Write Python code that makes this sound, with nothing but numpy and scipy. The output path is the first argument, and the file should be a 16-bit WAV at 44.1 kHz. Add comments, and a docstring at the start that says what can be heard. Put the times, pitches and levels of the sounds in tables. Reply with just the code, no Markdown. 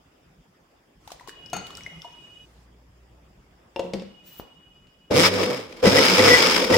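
"""Kitchen grinder, pulsed

Water is tipped from a cup into a steel jar: decaying sines for bubbles, shaped noise for the stream.
A plastic dome lid knocks (damped modes) and is pressed home (rub noise, gasket squeak). The grinder is
switched on four times: hum, one knock a turn, housing boom and whistle, batter as shaped noise.
Outside, a horn of fluttering overtones blows twice and an engine drones past; air and traffic are noise.
"""
import sys
import numpy as np
from scipy import signal
from scipy.fft import rfft, irfft, next_fast_len
from scipy.io import wavfile
from scipy.ndimage import uniform_filter1d, map_coordinates

SR = 44100
rng = np.random.default_rng(int(sys.argv[2]) if len(sys.argv) > 2 else 0)


def to_wav(s):
    """Save 16-bit WAV."""
    ch = np.atleast_2d(s).T  # columns
    pcm = np.round(np.clip(ch, -1, 1) * 32767)  # PCM
    wavfile.write(sys.argv[1], SR, pcm.astype(np.int16))


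def attenuation_scalar(level_db):
    """Turn a level in dB into a linear amplitude multiplier (20 dB per decade)."""
    decades = np.asarray(level_db, float) / 20
    return 10 ** decades


N = 298678

# Grinder switch: (on [s], off [s], spin-up time constant under this load [s])
SWITCH = [(5.099, 5.44, .055), (5.822, 5.99, .1), (6.175, 6.345, .11), (6.698, 7.9, .17)]
# How hard batter is thrown: (time [s], relative level [dB])
BATTER_THROW = [(5.1, -79), (5.112, -29.5), (5.132, -35), (5.168, -27), (5.266, -20), (5.304, -37.5),
                (5.41, -30), (5.574, -39), (5.676, -52.5), (5.824, -50.5), (5.83, -36.5), (5.858, -23),
                (5.946, -26.5), (5.968, -22), (6.192, -25), (6.262, -20.5), (6.528, -25), (6.69, -31.5),
                (6.722, -26), (6.77, -24.5)]
# Batter churning in the jar: (frequency [Hz], relative density [dB per Hz])
SLOSH_SPECTRUM = [(29, -43), (50, -19), (91, -38.5), (253, 1), (372, -2.5), (499, 5.5), (705, -8),
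                  (1200, -9.5), (1560, -21), (2640, -120)]
# Batter thrown at the lid: (frequency [Hz], relative density [dB per Hz])
SPRAY_SPECTRUM = [(320, -17), (550, -16), (697, -19), (1380, -12), (2220, -11.5), (4290, -17), (5210, -7.5),
                  (5750, -16.5), (15500, -27)]
# Jar and lid resonances that colour the spray: (frequency [Hz], width [Hz], gain [dB])
SHELL_MODES = [(900, 43, 12), (1280, 64, 7.5), (2245, 116, 8.5), (3470, 750, 7)]
# Housing booms, the accelerating shaft shaking its mode: (middle [s], length [s], level [dB])
HOUSING_BOOMS = [(5.126, 0.057, -22.5), (5.192, 0.05, -18), (5.46, 0.19, -31), (5.848, 0.037, -14.5),
                 (5.975, 0.087, -20), (6.21, 0.063, -19.5), (6.295, 0.079, -18.5), (6.75, 0.095, -21.5)]
# Housing whistles, a slot tone crossing its resonance: (middle [s], length [s], rms level [dB])
HOUSING_WHISTLES = [(5.873, 0.034, -26.5), (5.984, 0.036, -20), (6.201, 0.011, -16), (6.302, 0.045, -22.5),
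                    (6.34, 0.049, -13.5), (6.745, 0.021, -19.5)]
# Left-right likeness of the batter noise: (frequency [Hz], correlation [-])
GRINDER_LIKENESS = [(60, 0.96), (500, 0.76), (1400, 0.069), (15000, 0.023)]
# Grinder balance: (frequency [Hz], left over right [dB])
GRINDER_BALANCE = [(60, 4), (180, 2), (550, -2), (1650, 2.5), (4970, 2.5), (15000, -4.5)]
# Plastic dome modes: (frequency [Hz], level before tilt [dB], free t60 [s])
LID_MODES = [(195, -13.5, 0.48), (356, -1, 0.16), (473, 3, 0.061), (536, 9, 0.066), (720, -3, 0.084),
             (900, -2, 0.048), (1030, -27.5, 0.014), (2390, -20, 0.03), (2750, -11.5, 0.024),
             (3450, -10, 0.0079), (5200, -29, 0.022)]
# Lid knocks: (time [s], level [dB], brightness [dB per octave], clatter [dB], ring time over free [-])
LID_KNOCKS = [(3.761, -18.5, 7.5, -30, 0.99), (3.794, -15.5, 3.5, -9.5, 0.86), (3.838, -27, -5, -20, 2.1),
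              (3.935, -20.5, -15, -1, 1.47), (3.997, -35.5, 19.5, -6, 1.1), (4.02, -34, -1, -3, 0.56),
              (4.398, -21, 5, -17, 0.03), (4.87, -55, 12, 5, 0.53), (5.108, -27, 8, 1.5, .3),
              (5.868, -4, -13.5, -12, 0.31), (6.71, -6.5, 4, -27, 0.46)]
# Gasket sliding home: (time [s], squeak [Hz], squeak level [dB], rub level [dB])
GASKET_SLIDE = [(4.23, 15300, -76, -71), (4.275, 15260, -41, -55), (4.325, 15000, -45, -59),
                (4.35, 14300, -56, -57), (4.365, 15500, -42, -58), (4.39, 13900, -33, -56),
                (4.43, 14200, -60, -66), (4.52, 14300, -83, -91)]
# Stream of the pour: (time [s], reference level [dB])
POUR_FLOW = [(1.0, -62), (1.1, -52), (1.3, -63), (1.5, -62), (1.684, -50.5), (1.9, -55.5), (2.65, -61)]
# Short ringing tones under the pour, mostly bubbles, some bright splashes and jar rings: (time [s], level [dB],
# pitch [Hz], life [cycles])
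POUR_TONES = [(1.076, -33.5, 790, 5.3), (1.104, -37, 1030, 5.9), (1.118, -28.5, 635, 3.3),
              (1.197, -42, 1890, 11), (1.209, -41, 940, 12), (1.275, -33.5, 900, 5.4),
              (1.284, -32, 367, 3.2), (1.293, -31, 1670, 6.8), (1.461, -37, 5030, 22),
              (1.5, -40, 5200, 12), (1.668, -33, 3300, 3.5), (1.705, -38, 1120, 7.6),
              (1.706, -41, 3450, 14), (1.752, -32, 5200, 17), (1.771, -29, 7700, 9.8),
              (1.779, -44.5, 1370, 23), (1.808, -39, 2180, 13), (1.835, -36.5, 5680, 25),
              (1.863, -29.5, 2070, 32), (2.019, -36, 5260, 28), (2.019, -37, 3370, 14),
              (2.046, -38.5, 934, 27), (2.05, -41, 676, 16)]
# One large bubble that breaks slowly: level [dB], pitch [Hz], life [cycles], climb [share of pitch]
LARGE_BUBBLE = (-42.5, 1057, 18, 0)
# Low hum of the jar as the stream ends: (middle [s], length [s], level [dB])
JAR_GLUG = [(1.965, 0.096, -44)]
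# Steel jar modes: (frequency [Hz], level before tilt [dB], free t60 before a cap [s])
JAR_MODES = [(164.5, -6, 5.0), (458, -5.5, 5.0), (784, 10, 0.037), (1375, -5.5, 1.6), (2090, -12, 0.23),
             (2490, -12.5, 5.0), (2870, -10, 0.31), (3630, -35, 0.14), (3690, -18, 0.69), (4420, -10, 0.35),
             (6520, 0.5, 0.097)]
# Cup touching the jar: (time [s], level [dB])
CUP_TOUCHES = [(1.531, -17), (1.565, -22.5)]
# Horn blasts: (start [s], end [s], reference level [dB], swell [s], fade [dB per s])
HORN_BLASTS = [(1.26, 2.459, -51, 0.14, -2.5), (4.028, 5.12, -54, 0.37, -13.5)]
# Horn overtones: (multiple [-], relative level [dB])
HORN_OVERTONES = [(6, -12.5), (7, 0.5), (8, -17.5), (9, -21)]
# Passing engine: (time [s], frequency [Hz], rms level of the fundamental [dB])
ENGINE_DRONE = [(2.3, 57.5, -68), (2.584, 58.2, -54), (3.29, 60.1, -58.5), (3.394, 55.5, -66),
                (3.74, 56.3, -64), (3.8, 56.0, -64)]
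# Kitchen hush: (frequency [Hz], relative density [dB per Hz])
AIR_SPECTRUM = [(150, -45), (250, -3.5), (360, -4.5), (800, -10), (1530, -15), (3460, -19.5), (4100, -32),
                (5000, -18.5), (6000, -28.5), (7000, -24.5), (10000, -37.5), (16000, -29)]
# Far street rumble: (frequency [Hz], relative density [dB per Hz])
TRAFFIC_SPECTRUM = [(18, -37), (34, -2), (54, 0), (108, -4.5), (174, 0), (400, -28), (520, -47),
                    (880, -120)]
# Traffic swells: (time [s], level before gusts [dB])
TRAFFIC_SWELL = [(0.0, -61), (1.0, -63), (1.67, -53.5), (2.59, -62), (4.13, -60), (5.08, -63)]
# Left-right likeness of hush and rumble: (frequency [Hz], correlation [-])
AIR_LIKENESS = [(60, 0.96), (240, 0.95), (950, 0.018)]
# Kitchen reverberation: (frequency [Hz], t60 [s])
KITCHEN_T60 = [(150, 0.18), (1000, 0.63), (4000, 0.66), (12000, 0.15)]

TOP_TURNS_PER_S, STALL_TURNS_PER_S = 188, 35
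RIPPLE_HZ = 99.5  # torque beats at twice the mains rate


def unit(x):
    """Scaled to rms 1."""
    return x / np.sqrt(np.mean(x ** 2) + 1e-20)


def along(points, hz):
    """(frequency [Hz], value) points read on a log axis."""
    f, v = np.transpose(points)
    return np.interp(np.log(hz + 1), np.log(f + 1), v)


def curves(rows):
    """One value per sample for each column, then a gate open only while the table lasts."""
    s, *cols = np.transpose(rows)
    t = np.arange(N) / SR
    gate = np.clip(np.minimum(t - s[0], s[-1] + 0.01 - t) / 0.01, 0, 1)
    return [np.interp(t, s, c) for c in cols] + [gate]


def swells(rows):
    """Flat-topped swells from (middle [s], length [s], level [dB]) rows."""
    t = np.arange(N) / SR
    return sum(attenuation_scalar(db) * np.exp(-((t - s) / length * 2) ** 4) for s, length, db in rows)


def wobble(rate):
    """Smooth random curve, rate knots a second."""
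    knots = rng.standard_normal(int(N * rate / SR) + 4)
    return map_coordinates(knots, [np.arange(N) * rate / SR])


def filtered(x, response):
    """x times a complex response of frequency."""
    m = next_fast_len(N + 8192)
    return irfft(rfft(x, m) * response(np.fft.rfftfreq(m, 1 / SR)), m)[..., :N]


def peak(hz, centre_hz, width_hz):
    """Response of one causal resonance."""
    return 1j * hz * width_hz / (centre_hz ** 2 - hz ** 2 + 1j * hz * width_hz)


def panned(x, db):
    """Two channels, the left db above the right."""
    return np.array([x * attenuation_scalar(db / 2), x * attenuation_scalar(-db / 2)])


def add(out, s, x):
    """Lays a stereo sound in at time s."""
    i = round(s * SR)
    out[:, i:i + x.shape[1]] += x[:, :N - i]


def rush(colour, alike, patchy_db):
    """Coloured stereo noise with patches of random gain, over the rms of its mid channel."""
    z = signal.stft(rng.standard_normal((2, N)), nperseg=512)[2]
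    field = uniform_filter1d(rng.standard_normal(z.shape[1:]), size=5, axis=0)
    field = uniform_filter1d(field, size=6, axis=1)
    pair = signal.istft(z * attenuation_scalar(patchy_db * unit(field)), nperseg=512)[1][:, :N]

    def mid_side(hz):
        turn = np.arccos(np.clip(along(alike, hz), -1, 1)) / 2
        return colour(hz) * [np.cos(turn), np.sin(turn)]

    mid, side = filtered(pair, mid_side)
    return np.array([mid + side, mid - side]) / np.sqrt(np.mean(mid[::7] ** 2))


def blow(modes, tilt_db, clatter_db, held, rough, top_hz):
    """One knock: modes scaled to peak 1, tilted by contact hardness, plus a crack and a dying clatter."""
    t = np.arange(SR // 2) / SR
    hz, db, t60 = np.transpose(modes)[:, :, None]
    db = db + tilt_db * np.log2(hz / 1000) + rng.normal(0, 2, hz.shape)
    # loose contact blurs each mode
    drift = rough * np.cumsum(rng.standard_normal((len(modes), len(t))), axis=1)
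    decay = attenuation_scalar(db - 60 * t / (held * np.minimum(t60, 0.3)))
    ring = (decay * np.sin(2 * np.pi * hz * t + drift)).sum(0) * (1 - np.exp(-t / 0.0008))
    band = signal.butter(2, [1500, top_hz], "band", fs=SR)
    noise = signal.lfilter(*band, rng.standard_normal(len(t)))
    clatter = attenuation_scalar(clatter_db) * (attenuation_scalar(-60 * t / 0.036) + attenuation_scalar(-24 - 60 * t / 0.038))
    return ring / np.abs(ring).max() + noise * clatter


def grinder():
    """Mains motor in a small body: hum, knocks, housing tones and batter, balanced by frequency."""
    speed, switch = shaft()
    spray_db, gate = curves(BATTER_THROW)
    slip = np.clip(1 - speed / TOP_TURNS_PER_S, 0, 1)  # the motor pulls hardest far below top speed
    power = switch * np.minimum(8 * slip, 1)
    # batter tugs unevenly at the coasting blades
    turns = np.cumsum(speed * (1 + (0.012 + 0.06 * (1 - switch)) * wobble(40))) / SR
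    # slosh keeps pace with the throw up to calm_db, then lags; it surges at low speed under drive
    calm_db, growth, surge_db = -31.5, 0.22, 5
    slosh_db = np.minimum(spray_db, calm_db + growth * (spray_db - calm_db)) + 6.5 + surge_db * switch * slip
    # twelve armature slots sing faintly under power
    slots = power * attenuation_scalar(spray_db - 12) * np.sin(24 * np.pi * turns)
    both = motor_hum(switch, slip) + slots + shaft_knocks(speed, turns, power, spray_db)
    both = gate * (both + housing(power, slosh_db) + batter(turns, spray_db, slosh_db))

    def body(hz):
        balance = attenuation_scalar(along(GRINDER_BALANCE, hz) / 2 * [[1], [-1]])
        return balance * peak(hz, 820, 23400) ** 2  # too small a body for deep bass

    return filtered(both, body)


def shaft():
    """Turns a second and switch state: spin-up towards top speed under power, steady drag without."""
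    drag = 450  # turns a second lost each second of coasting
    t = np.arange(N) / SR
    start = STALL_TURNS_PER_S
    speed, power = np.full(N, float(start)), np.zeros(N)
    following = [row[0] for row in SWITCH[1:]] + [np.inf]
    for (on, off, rise_s), again in zip(SWITCH, following):
        def turns_per_s(s):
            lack = (TOP_TURNS_PER_S - start) * np.exp(-np.clip(s - on, 0, off - on) / rise_s)
            return np.maximum(TOP_TURNS_PER_S - lack - drag * np.maximum(s - off, 0), STALL_TURNS_PER_S)

        speed = np.where(t > on, turns_per_s(t), speed)
        power = power + (t > on) * (t < off)
        start = turns_per_s(again)
    return speed, uniform_filter1d(power, size=300)


def motor_hum(switch, slip):
    """Torque ripple at twice the mains rate, following a current that falls as the motor speeds up."""
    stall_db, idle_share, fade_s = -23, 0.28, 0.022  # at stall; left at full speed; current time constant
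    fade = np.exp(-1 / (fade_s * SR))
    current = signal.lfilter([1 - fade], [1, -fade], switch * (idle_share + (1 - idle_share) * slip))
    ripple = 2 * np.pi * RIPPLE_HZ * np.arange(N) / SR
    return attenuation_scalar(stall_db) * current * np.sin(ripple + 0.24 * wobble(28))


def shaft_knocks(speed, turns, power, spray_db):
    """Unbalanced load pushes once a turn; under drive a blade strikes solids, giving noise bursts."""
    knock_db, coast_db, grind_db_per_s = -22.5, -11.5, -7  # coasting is weaker; solids are ground down
    t = np.arange(N) / SR
    level_db = knock_db + grind_db_per_s * (t - SWITCH[0][0]) + coast_db * (1 - power)
    level_db = level_db + 0.73 * np.minimum(spray_db + 31.5, 0) + 12 * np.log10(speed / 140)
    sharp = 2.5 + 11 * power  # narrow push under drive, round while coasting
    push = np.exp(sharp * np.cos(2 * np.pi * turns)) / np.i0(sharp) - 1
    knocks = attenuation_scalar(level_db + 0.99 * wobble(120)) * push / np.sqrt(uniform_filter1d(push ** 2, size=2000))
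    grains = filtered(rng.standard_normal((2, N)), lambda hz: peak(hz, 4500, 6000))
    chips = attenuation_scalar(level_db - 6.5) * (speed / 140) ** 5.5 * np.maximum(push, 0) * grains
    return knocks + power * chips


def housing(power, slosh_db):
    """Housing modes: boom near the fifth harmonic of the ripple, and whistles near 2 kHz."""
    t = np.arange(N) / SR
    # the ripple jolts the housing
    shake = rng.standard_normal((2, N)) * (1 + 0.65 * power * np.cos(2 * np.pi * RIPPLE_HZ * t))
    ringing = unit(filtered(shake, lambda hz: peak(hz, 499.4, 23) + 0.5 * peak(hz, 445, 46)))
    tone = np.sin(2 * np.pi * np.cumsum(501 + 7 * wobble(35)) / SR)
    boom = tone * (1 + 0.3 * wobble(60)) + 0.65 * ringing
    boom = boom * (swells(HOUSING_BOOMS) + attenuation_scalar(slosh_db - 10))
    lag = np.array([[0.7], [-0.7]])  # radians: the two microphones meet the tone at different phases
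    whistle = np.sin(2 * np.pi * np.cumsum(1976 + 12 * wobble(40)) / SR + lag)
    whistle = whistle + 0.45 * np.sin(2 * np.pi * 1938 * t + lag)
    return boom + swells(HOUSING_WHISTLES) * whistle * np.sqrt(2)


def batter(turns, spray_db, slosh_db):
    """Batter noise: slosh in the jar, spray and mist flung once a turn, grit ringing the steel wall."""
    def jar(hz):
        return attenuation_scalar(along(SLOSH_SPECTRUM, hz)) * (1 + 3 * abs(peak(hz, 184, 10)))

    def shell(hz):
        gain = 1 + sum((attenuation_scalar(db) - 1) * abs(peak(hz, c, w)) for c, w, db in SHELL_MODES)
        return attenuation_scalar(along(SPRAY_SPECTRUM, hz)) * gain

    def steel(hz):
        return peak(hz, 5045, 60) + 0.7 * peak(hz, 5380, 150)

    slosh = rush(jar, GRINDER_LIKENESS, patchy_db=2.5) * attenuation_scalar(slosh_db)
    # flung once a turn, in lumps
    blades = attenuation_scalar(2.2 * np.cos(2 * np.pi * turns) + 1.8 * wobble(150) + wobble(25))
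    spray = rush(shell, GRINDER_LIKENESS, patchy_db=0.65) * blades * attenuation_scalar(spray_db + 2)
    mist = rush(lambda hz: peak(hz, 14300, 7000) ** 2, [(8000, 0.49)], patchy_db=4)
    mist = mist * blades * attenuation_scalar(spray_db - 15)
    sizzle_db = spray_db - 6 + 0.52 * (spray_db + 27)  # grows faster than the throw
    sizzle = rush(steel, [(5000, 0.047)], patchy_db=0) * attenuation_scalar(sizzle_db)
    return slosh + spray + mist + sizzle


def lid():
    """Dome knocks on the rim and is jolted by the starting motor; its gasket rubs and squeaks."""
    out = np.zeros((2, N))
    for s, db, tilt_db, clatter_db, held in LID_KNOCKS:
        knock = blow(LID_MODES, tilt_db, clatter_db, held, rough=0.045, top_hz=5260)
        add(out, s, panned(attenuation_scalar(db) * knock, 4))
    squeak_hz, squeak_db, rub_db, gate = curves(GASKET_SLIDE)
    squeak = np.sin(2 * np.pi * np.cumsum(squeak_hz + 260 * wobble(70)) / SR)
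    squeak = squeak * attenuation_scalar(6.4 * wobble(60))  # stick-slip comes and goes
    rub = rush(lambda hz: peak(hz, 4000, 8400), [(2000, 0.56), (8000, 0.18)], patchy_db=0)
    return out + gate * (attenuation_scalar(squeak_db) * unit(squeak) + attenuation_scalar(rub_db) * rub)


def bubble(hz, cycles, climb):
    """Soft-started sine, climbing as the bubble nears the surface; short-lived bubbles climb most."""
    u = np.arange(int(2.5 * cycles / hz * SR)) / SR * hz / cycles  # time in lives
    start = 1 - np.exp(-u * cycles / 0.64)
    phase = 2 * np.pi * cycles * (u + climb * u * u) + 2.2 * u * u
    return np.sin(phase) * start * np.exp(-3 * u) * 1.8


def splash(db, cycles):
    """Burst of noise from the drop that makes a bubble; short-lived bubbles come with the most."""
    t = np.arange(SR // 8) / SR
    drops = signal.lfilter([0.3, -0.25], [1, -1.3, 0.55], rng.standard_normal((2, len(t))))
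    return attenuation_scalar(db + 1 - 0.37 * cycles) * (attenuation_scalar(-60 * t / 0.019) + attenuation_scalar(-4 - 60 * t / 0.1)) * drops


def water():
    """Ringing tones of the pour with splashes, a crowd of droplets, stream gurgle and fizz, and the jar's
    answer."""
    flow_db, gate = curves(POUR_FLOW)
    out = np.zeros((2, N))
    for s, db, hz, cycles in POUR_TONES:
        add(out, s, panned(attenuation_scalar(db) * bubble(hz, cycles, climb=0.013), 4.8))
        add(out, s, splash(db, cycles))
    for u, pitch, size, side in rng.random((220, 4)):
        s = 1.04 + 1.15 * u
        level = attenuation_scalar(flow_db[round(s * SR)] - 8 + 15 * size ** 2)
        droplet = bubble(500 * 14 ** pitch, cycles=8.2, climb=0.2 * side)
        add(out, s, panned(level * droplet, 8 * side - 3))
    large_db, *large = LARGE_BUBBLE
    add(out, 1.277, panned(attenuation_scalar(large_db) * bubble(*large), 4.1))
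    for s, db in CUP_TOUCHES:
        touch = blow(JAR_MODES, tilt_db=0.2, clatter_db=-11.5, held=0.89, rough=0.097, top_hz=12900)
        add(out, s, panned(attenuation_scalar(db) * touch, 5.2))
    alike = [(300, 0.91), (1500, 0.26), (4000, 0.033)]  # (frequency [Hz], correlation [-])
    gurgle = rush(lambda hz: peak(hz, 800, 1400), alike, patchy_db=4)
    fizz = rush(lambda hz: peak(hz, 6000, 7000) ** 2, alike, patchy_db=4)
    stream = gate * (attenuation_scalar(flow_db - 9.5) * gurgle + attenuation_scalar(flow_db - 11.5) * fizz)
    glug = swells(JAR_GLUG) * np.sin(2 * np.pi * 163 * np.arange(N) / SR)
    return out + glug + stream


def kitchen(x):
    """Wall reverberation: each frequency dies at its own speed, differently at each microphone."""
    hz, t, z = signal.stft(rng.standard_normal((2, SR // 2)), SR, nperseg=256)
    tail = signal.istft(z * attenuation_scalar(-60 * t / along(KITCHEN_T60, hz)[:, None]), SR, nperseg=256)[1]
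    late = np.pad(x.mean(0), (250, 0))[None]
    return signal.fftconvolve(late, tail / np.linalg.norm(tail[0]), axes=1)[:, :N]


def horn():
    """Far horn: overtones of a wavering pitch, each fluttering in the echoes of the street."""
    pitch_hz = 417.2
    phase = 2 * np.pi * np.cumsum(pitch_hz * (1 + 0.00257 * wobble(7.4))) / SR
    t = np.arange(N) / SR
    out = np.zeros((2, N))
    for start, end, level_db, swell_s, fade_db_per_s in HORN_BLASTS:
        blast = np.sqrt(np.clip((t - start) / swell_s, 0, 1)) * np.clip((end - t) / 0.014, 0, 1)
        blast = blast * attenuation_scalar(level_db + fade_db_per_s * (t - start))
        for k, db in HORN_OVERTONES:
            for ear in out:
                echoes = 0.55 + 0.6 * (wobble(75) + 1j * wobble(75))
                ear += blast * attenuation_scalar(db + 6) * np.real(echoes * np.exp(1j * k * phase))
    return out


def engine():
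    """Passing engine: a gliding fundamental and its weaker second harmonic."""
    hz, drone_db, gate = curves(ENGINE_DRONE)
    turn = 2 * np.pi * np.cumsum(hz) / SR
    return gate * np.sqrt(2) * attenuation_scalar(drone_db) * (np.sin(turn) + attenuation_scalar(-11.5) * np.sin(2 * turn))


def air():
    """Kitchen hush over street rumble, both noise swelling with the traffic; the rumble gusts."""
    swell_db = curves(TRAFFIC_SWELL)[0]
    gusts_db = 1.2 * wobble(4)
    rumble = rush(lambda hz: attenuation_scalar(along(TRAFFIC_SPECTRUM, hz)), AIR_LIKENESS, patchy_db=3.5)
    hush = rush(lambda hz: attenuation_scalar(along(AIR_SPECTRUM, hz)), AIR_LIKENESS, patchy_db=2.5)
    return attenuation_scalar(swell_db + gusts_db) * rumble + attenuation_scalar(swell_db - 1.07) * hush


def scene():
    """Grinder and handwork in the kitchen, the street behind."""
    motor, dome, pour = grinder(), lid(), water()
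    walls = kitchen(attenuation_scalar(-8) * pour + attenuation_scalar(-7) * dome + attenuation_scalar(-14) * motor)
    return motor + dome + pour + walls + horn() + engine() + air()


def roll_off(x):
    """The treble ends steeply here."""
    return signal.sosfilt(signal.butter(12, 16410, fs=SR, output="sos"), x)


def record(dry):
    """Microphone: adds its own hiss, then limits the band."""
    top_hz = 15850
    hiss = attenuation_scalar(-73) * rng.standard_normal(dry.shape)
    heard = filtered(dry + hiss, lambda hz: (hz < top_hz) * peak(hz, 470, 8900))
    return roll_off(heard)


dry = scene()
out = record(dry)
to_wav(out)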